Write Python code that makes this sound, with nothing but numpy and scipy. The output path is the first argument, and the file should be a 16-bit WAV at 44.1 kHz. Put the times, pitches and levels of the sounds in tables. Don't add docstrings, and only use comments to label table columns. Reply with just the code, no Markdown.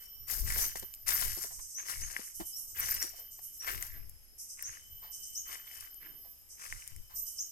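import sys
import numpy as np
from scipy import signal
from scipy.fft import rfft, irfft, next_fast_len
from scipy.io import wavfile
from scipy.ndimage import uniform_filter1d, map_coordinates

SR = 44100
rng = np.random.default_rng(int(sys.argv[2]) if len(sys.argv) > 2 else 0)


def transcribe(signal):
    frames = np.atleast_2d(signal).T
    limited = np.clip(frames, -1, 1)
    pcm = np.round(limited * 32767).astype(np.int16)
    wavfile.write(sys.argv[1], SR, pcm)


N = 331191
TIME = np.arange(N) / SR

# freq_hz, t60_s
FOREST_DECAY = [(200, 0.22), (1500, 0.19), (6000, 0.58), (12000, 0.077)]


def amp(db):
    return 10 ** (np.asarray(db) / 20)


def unit_rms(x):
    return x / np.sqrt(np.mean(x ** 2) + 1e-20)


def curve_at(points, hz):
    freq_hz, value = np.transpose(points)
    return np.interp(np.log(hz + 1), np.log(freq_hz + 1), value)


def eq(x, spectrum):
    size = next_fast_len(N + 4096)
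    gain = amp(curve_at(spectrum, np.fft.rfftfreq(size, 1 / SR)))
    return irfft(rfft(x, size) * gain, size)[..., :N]


def noise(spectrum):
    return unit_rms(eq(rng.standard_normal((2, N)), spectrum))


def wander(per_s):
    return unit_rms(np.interp(TIME * per_s, np.arange(N), rng.standard_normal(N)))


def pan(left_db):
    return amp(np.array([[1], [-1]]) * left_db / 2)


def add(mix, start_s, sound):
    part = mix[max(round(start_s * SR), 0):][:len(sound)]
    part += sound[:len(part)]


def gate(start_s, rise_s, hold_s, release_s):
    t = TIME - start_s
    return np.clip(t / rise_s, 0, 1) * np.exp(-np.clip((t - rise_s - hold_s) / release_s, 0, 30))


def swell(t, peak_s):
    return t / peak_s * np.exp(1 - t / peak_s)


def excite(ring):
    return unit_rms(signal.fftconvolve(rng.standard_normal(len(ring)), ring)[:len(ring)])


def mottle(x, depth_db, patch_hz, patch_s):
    hz, t, bands = signal.stft(x, SR, nperseg=256)
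    grid = np.meshgrid(hz / patch_hz, t / patch_s, indexing="ij")
    patches = map_coordinates(rng.standard_normal(bands.shape), grid, order=1, mode="wrap")
    return signal.istft(bands * amp(depth_db * unit_rms(patches)), SR, nperseg=256)[1][:N]


def scatter(x, decay):
    hz, t, bands = signal.stft(rng.standard_normal((2, SR // 2)), SR, nperseg=128)
    tail = signal.istft(bands * amp(-60 * t / curve_at(decay, hz)[:, None]), SR, nperseg=128)[1]
    return signal.fftconvolve(x[None], tail / np.linalg.norm(tail[0]), axes=1)[:, :N]


def trunk_echoes(x, count=9):
    out = np.zeros((2, N))
    for channel in out:
        for delay_s in np.linspace(.008, .06, count) + rng.uniform(-.003, .003, count):
            add(channel, delay_s, x * np.exp(-delay_s / .05))
    return out


def forest_hush():
    # freq_hz, gain_db
    hush_eq = [(20, 26.5), (100, 17), (170, 6.5), (500, 3.5), (1000, -1), (2900, -.5), (3700, -4.5),
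               (4600, -3.5), (4850, 7), (5250, 9), (5650, 1), (6300, 4), (7200, 1), (9000, 7), (11500, 8),
               (12600, 4), (13200, -8), (16000, -9)]
    hush = [mottle(channel, depth_db=2.2, patch_hz=350, patch_s=.13) for channel in noise(hush_eq)]
    return amp(-62.5) * np.array(hush)


def air_puffs():
    # centre_s, half_length_s, level_db, left_db
    puffs = [(0.223, 0.024, -62, -31), (0.443, 0.041, -38, 19.5), (0.552, 0.081, -39.5, -7.5),
             (1.1, 0.038, -55.5, 23.5), (1.269, 0.062, -42.5, -13), (2.027, 0.044, -41, 4.5),
             (0.82, 0.02, -48.5, -10), (1.584, 0.068, -57, -14), (2.412, 0.021, -47, 2),
             (2.878, 0.095, -54.5, -23.5), (3.766, 0.039, -44, 4), (4.007, 0.1, -49, 13.5),
             (4.705, 0.017, -64.5, -31), (4.962, 0.076, -62.5, 23), (5.81, 0.038, -61, -10),
             (6.14, 0.044, -61, 4), (6.745, 0.026, -52, -21), (6.968, 0.038, -50.5, 20),
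             (7.185, 0.068, -57, 10)]
    # freq_hz, gain_db
    rumble_eq = [(10, 7), (27, 1), (40, 7), (55, -3), (80, -5), (115, -6.5), (160, -24), (400, -31.5),
                 (1500, -67)]
    power = sum((amp(db) * pan(left_db)) ** 2 / (1 + ((TIME - centre_s) / half_s) ** 2 / 2) ** 3
                for centre_s, half_s, db, left_db in puffs)
    return np.sqrt(power) * noise(rumble_eq)


def buzz(hz, width_hz, steady):
    carrier = np.exp(2j * np.pi * np.cumsum(hz * np.ones(N)) / SR)
    jitter = rng.standard_normal((2, N)) + 1j * rng.standard_normal((2, N))
    flutter = signal.sosfilt(signal.butter(2, width_hz / 2, fs=SR, output="sos"), jitter)
    return unit_rms(((steady + flutter / np.std(flutter)) * carrier).real)


def bout(start_s, length_s, rise_s=.06):
    return gate(start_s, rise_s, length_s - rise_s, release_s=.1)


def insect_drone(pitch_hz=3029, rest_db=-95):
    # start_s, length_s, level_db
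    swells = [(-.05, 0.17, -75.5), (0.52, 0.32, -76), (1.06, 0.23, -72), (2.0, .25, -88), (2.36, 0.12, -76),
              (3.11, 0.14, -74.5), (3.43, 0.06, -81), (4.75, 0.9, -76), (5.42, .15, -78), (5.66, .48, -80),
              (6.65, .5, -88), (7.22, 0.2, -81)]
    level = amp(rest_db) + sum(amp(db) * bout(start_s, length_s) for start_s, length_s, db in swells)
    tone = buzz(pitch_hz, width_hz=45, steady=2.2)
    hoarseness = amp(-10) * buzz(pitch_hz + 60, width_hz=190, steady=0)
    return amp(4) * level * (tone + hoarseness) * pan(19)


def insect_chorus():
    # pitch_hz, width_hz, level_db, steady_to_flutter_ratio
    bands = [(5188, 45, -72, .6), (5260, 110, -76, 0), (6270, 140, -76, 0), (15120, 90, -81, 0)]
    return sum(amp(db) * buzz(hz, width_hz, steady) for hz, width_hz, db, steady in bands)


def far_insects():
    # start_s, length_s, start_hz, glide_hz_per_s, level_db
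    notes = [(0, 1.3, 12460, -30, -66), (1.3, .7, 12420, 290, -63), (2.5, 1.6, 12480, 15, -66),
             (4.3, 3.2, 12615, -94, -63.5), (0, 1.5, 11990, -35, -64), (1.5, 1.3, 11945, -90, -56),
             (3.9, 1.4, 11730, 75, -65), (5.9, 1.6, 11745, 72, -65), (0, .3, 5510, 160, -63)]
    out = np.zeros((2, N))
    for start_s, length_s, hz, glide, db in notes:
        tone = buzz(hz + glide * (TIME - start_s), width_hz=100, steady=.6)
        out += amp(db) * bout(start_s, length_s) * tone
    return out


def near_insect(stir, pitch_hz=12066, glide_hz_per_s=58, rise_s=.11, accent_s=.053):
    # start_s, length_s, level_db, opening_accent_db
    phrases = [(-.1, 1.6, -52, -33), (2.33, 1.63, -52.5, -45), (4.824, 1.46, -52, -12),
               (7.088, 1.5, -54, 15.5)]
    out = np.zeros((2, N))
    for start_s, length_s, db, accent_db in phrases:
        t = TIME - start_s
        tone = buzz(pitch_hz + glide_hz_per_s * t, width_hz=45, steady=1)
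        accent = amp(accent_db) * np.exp(-((t - rise_s) / accent_s) ** 2)
        surge = amp(-3.5 + 7.15 * wander(60)) * stir
        level = amp(db) * (1 + accent) * pan(-3) + surge
        out += gate(start_s, rise_s, length_s - rise_s, release_s=.076) * level * tone
    return out


def bird_notes():
    # start_s, note_count, spacing_s, rasp_db, edge_db, edge_db_per_note, whistle_db
    runs = [(1.425, 4, 0.087, -37.5, -3.5, -1, -52), (1.945, 2, 0.055, -40.5, 3, 9, -64),
            (2.228, 5, 0.11, -39.5, 2.5, 2, -68), (3.304, 3, 0.11, -44.5, -6.5, 16.5, -58),
            (4.378, 3, .103, -39, 2.5, -6, -45.5), (5.112, 3, .104, -38.5, -2.5, -4, -44.5),
            (6.487, 4, 0.097, -44, -7, -9, -51), (7.146, 3, 0.105, -38, 5, -1.5, -43.5)]
    for start_s, count, spacing_s, rasp_db, edge_db, edge_db_per_note, whistle_db in runs:
        for k in range(round(count)):
            last = k == round(count) - 1
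            note_edge_db = edge_db + k * edge_db_per_note - 20.5 * last
            yield start_s + k * spacing_s, rasp_db - 1.5 * last, note_edge_db, whistle_db - 14 * last


def bird_rasps(rise_s=.031, echo_db=-8, echo_s=.15, edge_echo_s=.02):
    # freq_hz, gain_db
    body_eq = [(3000, -100), (4500, -7), (5200, 7), (6200, 15.5), (6900, 9.5), (8300, 13.5), (9400, 12.5),
               (9750, -5), (12000, -37), (13000, -48)]
    # freq_hz, gain_db
    edge_eq = [(7000, -71), (9300, 2.5), (9900, 0.5), (11800, 9.5), (12400, 10), (12900, -35), (16000, -38)]
    # time_s, left_db
    positions = [(1.5, -3), (4.5, -0.5), (5.3, -3), (7.3, -3)]
    body_power, edge_power = np.zeros((2, N))
    t = np.arange(SR // 2) / SR
    puff = swell(t, rise_s) ** 2
    echo = amp(echo_db) ** 2 * (1 - np.exp(-t / rise_s))
    for start_s, db, edge_db, _ in bird_notes():
        add(body_power, start_s, amp(db) ** 2 * (puff + echo * np.exp(-t / echo_s)))
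        add(edge_power, start_s, amp(db + edge_db) ** 2 * (puff + echo * np.exp(-t / edge_echo_s)))
    body = amp(-9) * np.sqrt(body_power) * noise(body_eq)
    edge = amp(-12.5) * np.sqrt(edge_power) * noise(edge_eq) * pan(-5)
    flicker = amp(.24 * wander(210))
    return (body + edge) * flicker * pan(np.interp(TIME, *np.transpose(positions)))


def bird_chirps(bend=2.3):
    # start_s, length_s, start_hz, top_hz, level_db, direct_db
    chirps = [(0.599, 0.037, 5500, 6290, -35.5, -3), (1.74, 0.052, 5330, 6575, -37.5, -12),
              (2.013, 0.03, 5610, 6660, -39.5, -2), (2.52, 0.045, 5080, 5690, -43, -12),
              (2.806, 0.031, 5320, 6240, -39, -8), (2.972, 0.06, 5350, 5650, -39, -14),
              (3.588, 0.026, 5400, 5780, -40, -20), (4.628, 0.047, 5100, 6700, -39, -5),
              (5.349, 0.04, 4900, 6750, -36.5, -1), (7.382, 0.036, 4750, 6750, -35.5, 1.5)]
    upsweeps = [(start_s + .015, .016, 4700, 6400, db, -3) for start_s, _, _, db in bird_notes()]
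    song, near = np.zeros((2, N))
    for start_s, length_s, start_hz, top_hz, db, direct_db in chirps + upsweeps:
        progress = np.linspace(0, 1, max(round(length_s * SR), 8))
        hz = start_hz + (top_hz - start_hz) * np.expm1(-bend * progress) / np.expm1(-bend)
        hz += 45 * unit_rms(uniform_filter1d(rng.standard_normal(len(hz)), size=60))
        whistle = amp(db) * signal.windows.tukey(len(hz), .3) * np.sin(2 * np.pi * np.cumsum(hz) / SR)
        add(song, start_s, whistle)
        add(near, start_s, amp(direct_db) * whistle)
    direct = np.array([np.pad(near, (15, 0))[:N], near])
    echoes = amp(-6) * trunk_echoes(song)
    foliage = amp(-2.5) * scatter(song, [(4000, .13), (8000, .21)])
    return direct + echoes + foliage + amp(-6.5) * scatter(song, FOREST_DECAY)


def foot_pressure(release_s=.043, settle_s=.15, settle_db=-21.5):
    # start_s, rise_s, hold_s, crunch_db, crackle_db, flakes_over_crackle_db, left_db
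    presses = [ (0, 0.0051, 0.034, -74.5, -67.5, 3, 10), (0.267, 0.048, 0.024, -52.5, -50, 6, 16.5),
               (0.358, 0.01, 0.04, -71, -46, 2.5, -3.5), (0.433, 0.071, 0.039, -50, -43.5, -1, 1.5),
               (0.541, 0.053, 0.051, -52, -39.5, 3.5, -2.5), (0.754, 0.0055, 0.0085, -58.5, -48, -6, -6),
               (1.061, 0.024, 0.011, -43, -41, 0.5, 9), (1.112, 0.015, 0.13, -51, -44, 2.5, 5),
               (1.269, 0.014, 0.16, -62, -50, -2, 4.5), (1.765, 0.03, 0.0071, -58.5, -60, -2, 4),
               (1.841, 0.064, 0.012, -51.5, -44, -6.5, 2.5), (1.97, 0.039, .2, -60.5, -56.5, -22, 10),
               (2.746, 0.042, 0.024, -51, -52, 7.5, 6), (2.797, 0.039, 0.12, -51.5, -43, -7.5, -1),
               (2.999, 0.022, 0.02, -54.5, -46.5, -5, 3.5), (3.145, 0.026, 0.01, -72, -54.5, -14, -10),
               (3.601, 0.031, 0.036, -57, -53, -17, -2), (3.66, 0.015, 0.057, -50, -52, 6, 8),
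               (3.777, 0.038, 0.042, -60.5, -55.5, 8.5, 2), (3.911, .025, 0.037, -67, -80, 2, -15),
               (4.225, 0.0085, 0.0084, -86, -85, -2, 0), (4.568, 0.032, 0.012, -63, -91, 0, -4),
               (4.638, 0.051, 0.073, -66.5, -71.5, -4, 22.5), (5.448, 0.068, 0.023, -56, -55.5, -26, 9.5),
               (5.638, 0.02, 0.2, -67, -76.5, -7, 31), (5.696, 0.025, 0.089, -76, -62.5, -15, 14),
               (5.999, 0.046, 0.0077, -61.5, -73, 0, -7), (6.569, 0.073, 0.02, -57.5, -58, -3, 8.5),
               (6.64, 0.018, 0.12, -66.5, -59, -17, 5), (6.764, 0.035, 0.11, -70.5, -63.5, -2, -2)]
    weight, stir, flakes, lean = np.zeros((4, N)) + 1e-18
    t = np.arange(SR) / SR
    for start_s, rise_s, hold_s, crunch_db, crackle_db, flakes_db, left_db in presses:
        lifted_s = np.maximum(t - rise_s - hold_s, 0)
        fall = np.maximum(np.exp(-lifted_s / release_s), amp(settle_db) * np.exp(-lifted_s / settle_s))
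        press = np.minimum(t / rise_s, 1) * fall
        crackle_power = (amp(crackle_db) * press) ** 2
        add(weight, start_s, (amp(crunch_db) * press) ** 2)
        add(stir, start_s, crackle_power)
        add(flakes, start_s, crackle_power * amp(flakes_db) ** 2)
        add(lean, start_s, crackle_power * left_db)
    return np.sqrt(weight), np.sqrt(stir), np.sqrt(flakes), lean / stir


def hollow_knock():
    # pitch_hz, level_db
    tones = [(203, -47.5), (328, -40), (640, -55)]
    envelope = gate(start_s=2.397, rise_s=.005, hold_s=.016, release_s=.004)
    return envelope * sum(amp(db) * np.sin(2 * np.pi * hz * TIME) for hz, db in tones)


def sole_knocks(damping=.43):
    # start_s, level_db, pitch_hz, swell_s
    knocks = [(0.558, -37, 540, 0.0056), (.754, -35.5, 577, 0.0037), (0.824, -37.5, 355, 0.0048),
              (1.22, -30.5, 1210, 0.0036), (1.37, -41, 318, 0.0071), (1.44, -43, 435, 0.0051),
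              (1.503, -51.5, 724, 0.01), (1.589, -50, 855, 0.0061), (1.894, -37.5, 1370, 0.0055),
              (2.191, -39.5, 332, 0.0036), (2.398, -41, 710, 0.0089), (3.036, -41, 304, 0.0078),
              (3.131, -54.5, 610, 0.0083), (3.178, -55, 530, 0.018), (3.389, -50, 740, 0.0026),
              (3.675, -36.5, 1350, 0.0077), (3.69, -50.5, 366, 0.035), (3.942, -54, 260, 0.015),
              (5.019, -50, 870, 0.022), (6.0, -57.5, 303, 0.066), (6.242, -56.5, 650, 0.012),
              (7.093, -56, 990, 0.023)]
    out, t = np.zeros(N), np.arange(SR // 4) / SR
    for start_s, db, hz, swell_s in knocks:
        ring = np.exp(-np.pi * damping * hz * t) * np.cos(2 * np.pi * hz * t)
        add(out, start_s, amp(db) * excite(ring) * swell(t, swell_s))
    return eq(out, [(60, -27), (150, -5), (300, -11), (900, -1), (2500, -2), (5000, 5.5)])


def snaps(breaks, rise_s, splinter_db, splinter_s):
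    out, t = np.zeros(N), np.arange(2048) / SR
    for start_s, db, hz in breaks:
        swing = swell(t, rise_s) * np.sin(2 * np.pi * hz * t)
        splinters = amp(splinter_db) * excite(swing) * np.exp(-t / splinter_s)
        add(out, start_s, amp(db) * (swing + splinters))
    return out


def leaf_cracks():
    # start_s, level_db, pitch_hz
    cracks = [(.3162, -23, 10000), (.3627, -22, 11000), (.4057, -24, 11000), (.5036, -22, 9500),
              (.5144, -24, 9800), (.6135, -21, 7500), (.6267, -20, 9000), (.758, -27, 7000),
              (.7962, -25, 9400), (.7985, -26, 9400), (.9392, -24, 7500), (.9486, -32, 10500),
              (1.0795, -23, 9500), (1.09, -14.5, 7000), (1.1047, -20, 9400), (1.1468, -19, 11000),
              (1.1557, -20, 9400), (1.1616, -22, 8600), (1.2061, -21, 9900), (1.2133, -16.5, 10000),
              (1.2235, -23, 6500), (1.238, -23, 9700), (1.2812, -25, 6000), (1.4305, -20, 8000),
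              (1.4378, -24, 10000), (2.1294, -26, 7000), (2.1871, -35, 8000), (2.2032, -37, 8500),
              (2.806, -19, 9000), (2.8857, -22, 8500), (2.9269, -23, 10000), (3.0268, -11.5, 8000),
              (3.778, -29, 6000), (3.8255, -17.5, 8500), (3.8672, -28, 11400), (4.0953, -28, 12000),
              (4.6253, -20, 12000), (5.774, -34, 8400), (5.8078, -23, 10500), (5.944, -34, 10500),
              (6.7254, -28, 8500), (6.8768, -24.5, 9500), (6.9633, -33, 10000)]
    ticks = snaps(cracks, rise_s=.00004, splinter_db=-11, splinter_s=.0016)
    return eq(ticks, [(400, -16), (1500, -4), (2600, -4), (3600, -10), (5200, 1), (8000, 3.5)])


def twig_snaps():
    # start_s, level_db, pitch_hz
    twigs = [(.2985, -35, 1900), (.5037, -26, 2050), (.5604, -28, 1300), (.7576, -31, 1850),
             (.939, -43, 2500), (1.0742, -30, 2200), (1.0781, -29, 2200), (1.0896, -26, 1900),
             (1.1339, -29, 1850), (1.1613, -26, 1650), (1.1991, -34, 2000), (1.2132, -30, 1600),
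             (1.2251, -32, 2200), (1.2808, -36, 2400), (1.4376, -36, 2000), (1.785, -34, 1900),
             (1.8993, -31, 1800), (1.9216, -34, 2100), (1.958, -38, 1800), (2.1652, -18, 1900),
             (2.2767, -45, 1900), (2.8057, -30, 2150), (2.8492, -35, 1900), (2.8854, -27, 1950),
             (2.891, -27, 1600), (2.9264, -31, 2000), (2.9785, -34, 2100), (3.0203, -33, 2000),
             (3.0265, -31, 1700), (3.6745, -33, 1450), (3.6857, -34, 1700), (3.7195, -38, 2400),
             (3.7778, -34, 2300), (3.8264, -28, 1950), (4.6947, -37.5, 1650), (4.7718, -40, 1950),
             (5.5161, -37, 1970), (5.7128, -39, 2100), (5.8488, -44, 2100), (5.8732, -44, 2100),
             (6.0628, -38, 1800), (6.6201, -39, 1900), (6.6627, -35, 2000), (6.7254, -22.5, 1950),
             (6.8222, -37, 2500), (6.963, -46, 2000)]
    return amp(.5) * snaps(twigs, rise_s=.00036, splinter_db=-20, splinter_s=.004)


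def fractures(per_s, spread_db, clump_db, ring_s, leaf_count=200):
    size = amp(spread_db * np.minimum(rng.exponential(1, N), 4) + clump_db * wander(170))
    size *= rng.choice([-1, 1], N) * (rng.random(N) < per_s / SR)
    leaf, t = rng.integers(0, leaf_count, N), np.arange(128) / SR
    rings = rng.standard_normal((leaf_count, len(t))) * np.exp(-t / ring_s)
    onsets = np.flatnonzero(size)
    samples = onsets[:, None] + np.arange(len(t))
    grains = size[onsets, None] * rings[leaf[onsets]]
    return np.bincount(samples.ravel(), grains.ravel(), N)[:N]


def leaf_crackle(stir, flakes):
    # freq_hz, gain_db
    crackle_eq = [(1500, -41), (3600, -15), (4400, -1.5), (5300, 6.5), (6300, 6), (7300, 3.5), (9000, 5),
                  (11000, 6), (12300, 4.5), (13000, -34), (15800, -54)]
    # freq_hz, gain_db
    fizz_eq = [(6000, -22.5), (9500, -24), (12300, -1.5), (13200, -5), (15800, -14.5)]
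    coarse = fractures(per_s=5200, spread_db=3.3, clump_db=1.8, ring_s=.0003)
    fine = fractures(per_s=4000, spread_db=4.4, clump_db=1.8, ring_s=.0002)
    shatter = flakes * (stir / amp(-39.5)) ** .31
    return amp(7.5) * (stir * unit_rms(eq(coarse, crackle_eq)) + shatter * unit_rms(eq(fine, fizz_eq)))


def litter_crunch(weight):
    # freq_hz, gain_db
    crunch_eq = [(100, -25), (220, -20), (450, -9.5), (850, -5), (1100, 1), (1350, 6), (1650, 5),
                 (2150, 3.5), (2800, 0), (3600, -6), (5500, -24), (8000, -49), (15000, -45)]
    breaks = fractures(per_s=1200, spread_db=3.4, clump_db=2.6, ring_s=.0005)
    breaks = mottle(breaks, depth_db=2.8, patch_hz=420, patch_s=.04)
    crunch = amp(9) * weight * unit_rms(eq(breaks, crunch_eq))
    crinkles = fractures(per_s=160, spread_db=3.5, clump_db=2, ring_s=.0012)
    crinkle_gain = amp(-56) * (weight / amp(-55)) ** .69
    return crunch + crinkle_gain * unit_rms(eq(crinkles, crunch_eq))


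def footsteps(weight, stir, flakes, lean_db):
    # freq_hz, gain_db
    shadow_eq = [(100, 0), (350, -1.5), (800, -4.5), (1400, -9), (3000, -8.5), (7000, -9), (15000, -9)]
    sole = litter_crunch(weight) + sole_knocks() + hollow_knock() + leaf_cracks() + twig_snaps()
    to_left, to_right = pan(lean_db)
    left = sole + to_left * leaf_crackle(stir, flakes)
    far_side = amp(-5) * litter_crunch(weight) + to_right * leaf_crackle(stir, flakes)
    right = eq(np.pad(sole, (19, 0))[:N] + far_side, shadow_eq)
    ground = scatter(left, [(300, .04), (10000, .025)])
    ground = eq(ground, [(300, -15), (1500, -13.5), (6000, -12), (12000, -13)])
    return np.array([left, right]) + ground + amp(-19) * scatter(left, FOREST_DECAY)


def scene():
    weight, stir, flakes, lean_db = foot_pressure()
    steps = footsteps(weight, stir, flakes, lean_db)
    birds = bird_rasps() + bird_chirps()
    insects = insect_drone() + insect_chorus() + near_insect(stir) + far_insects()
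    return steps + birds + insects + forest_hush() + air_puffs()


def record(dry):
    lowpass = signal.firwin(511, cutoff=15950, window=("kaiser", 9), fs=SR)
    return signal.oaconvolve(dry, lowpass[None], "same")


dry = scene()
out = record(dry)
transcribe(out)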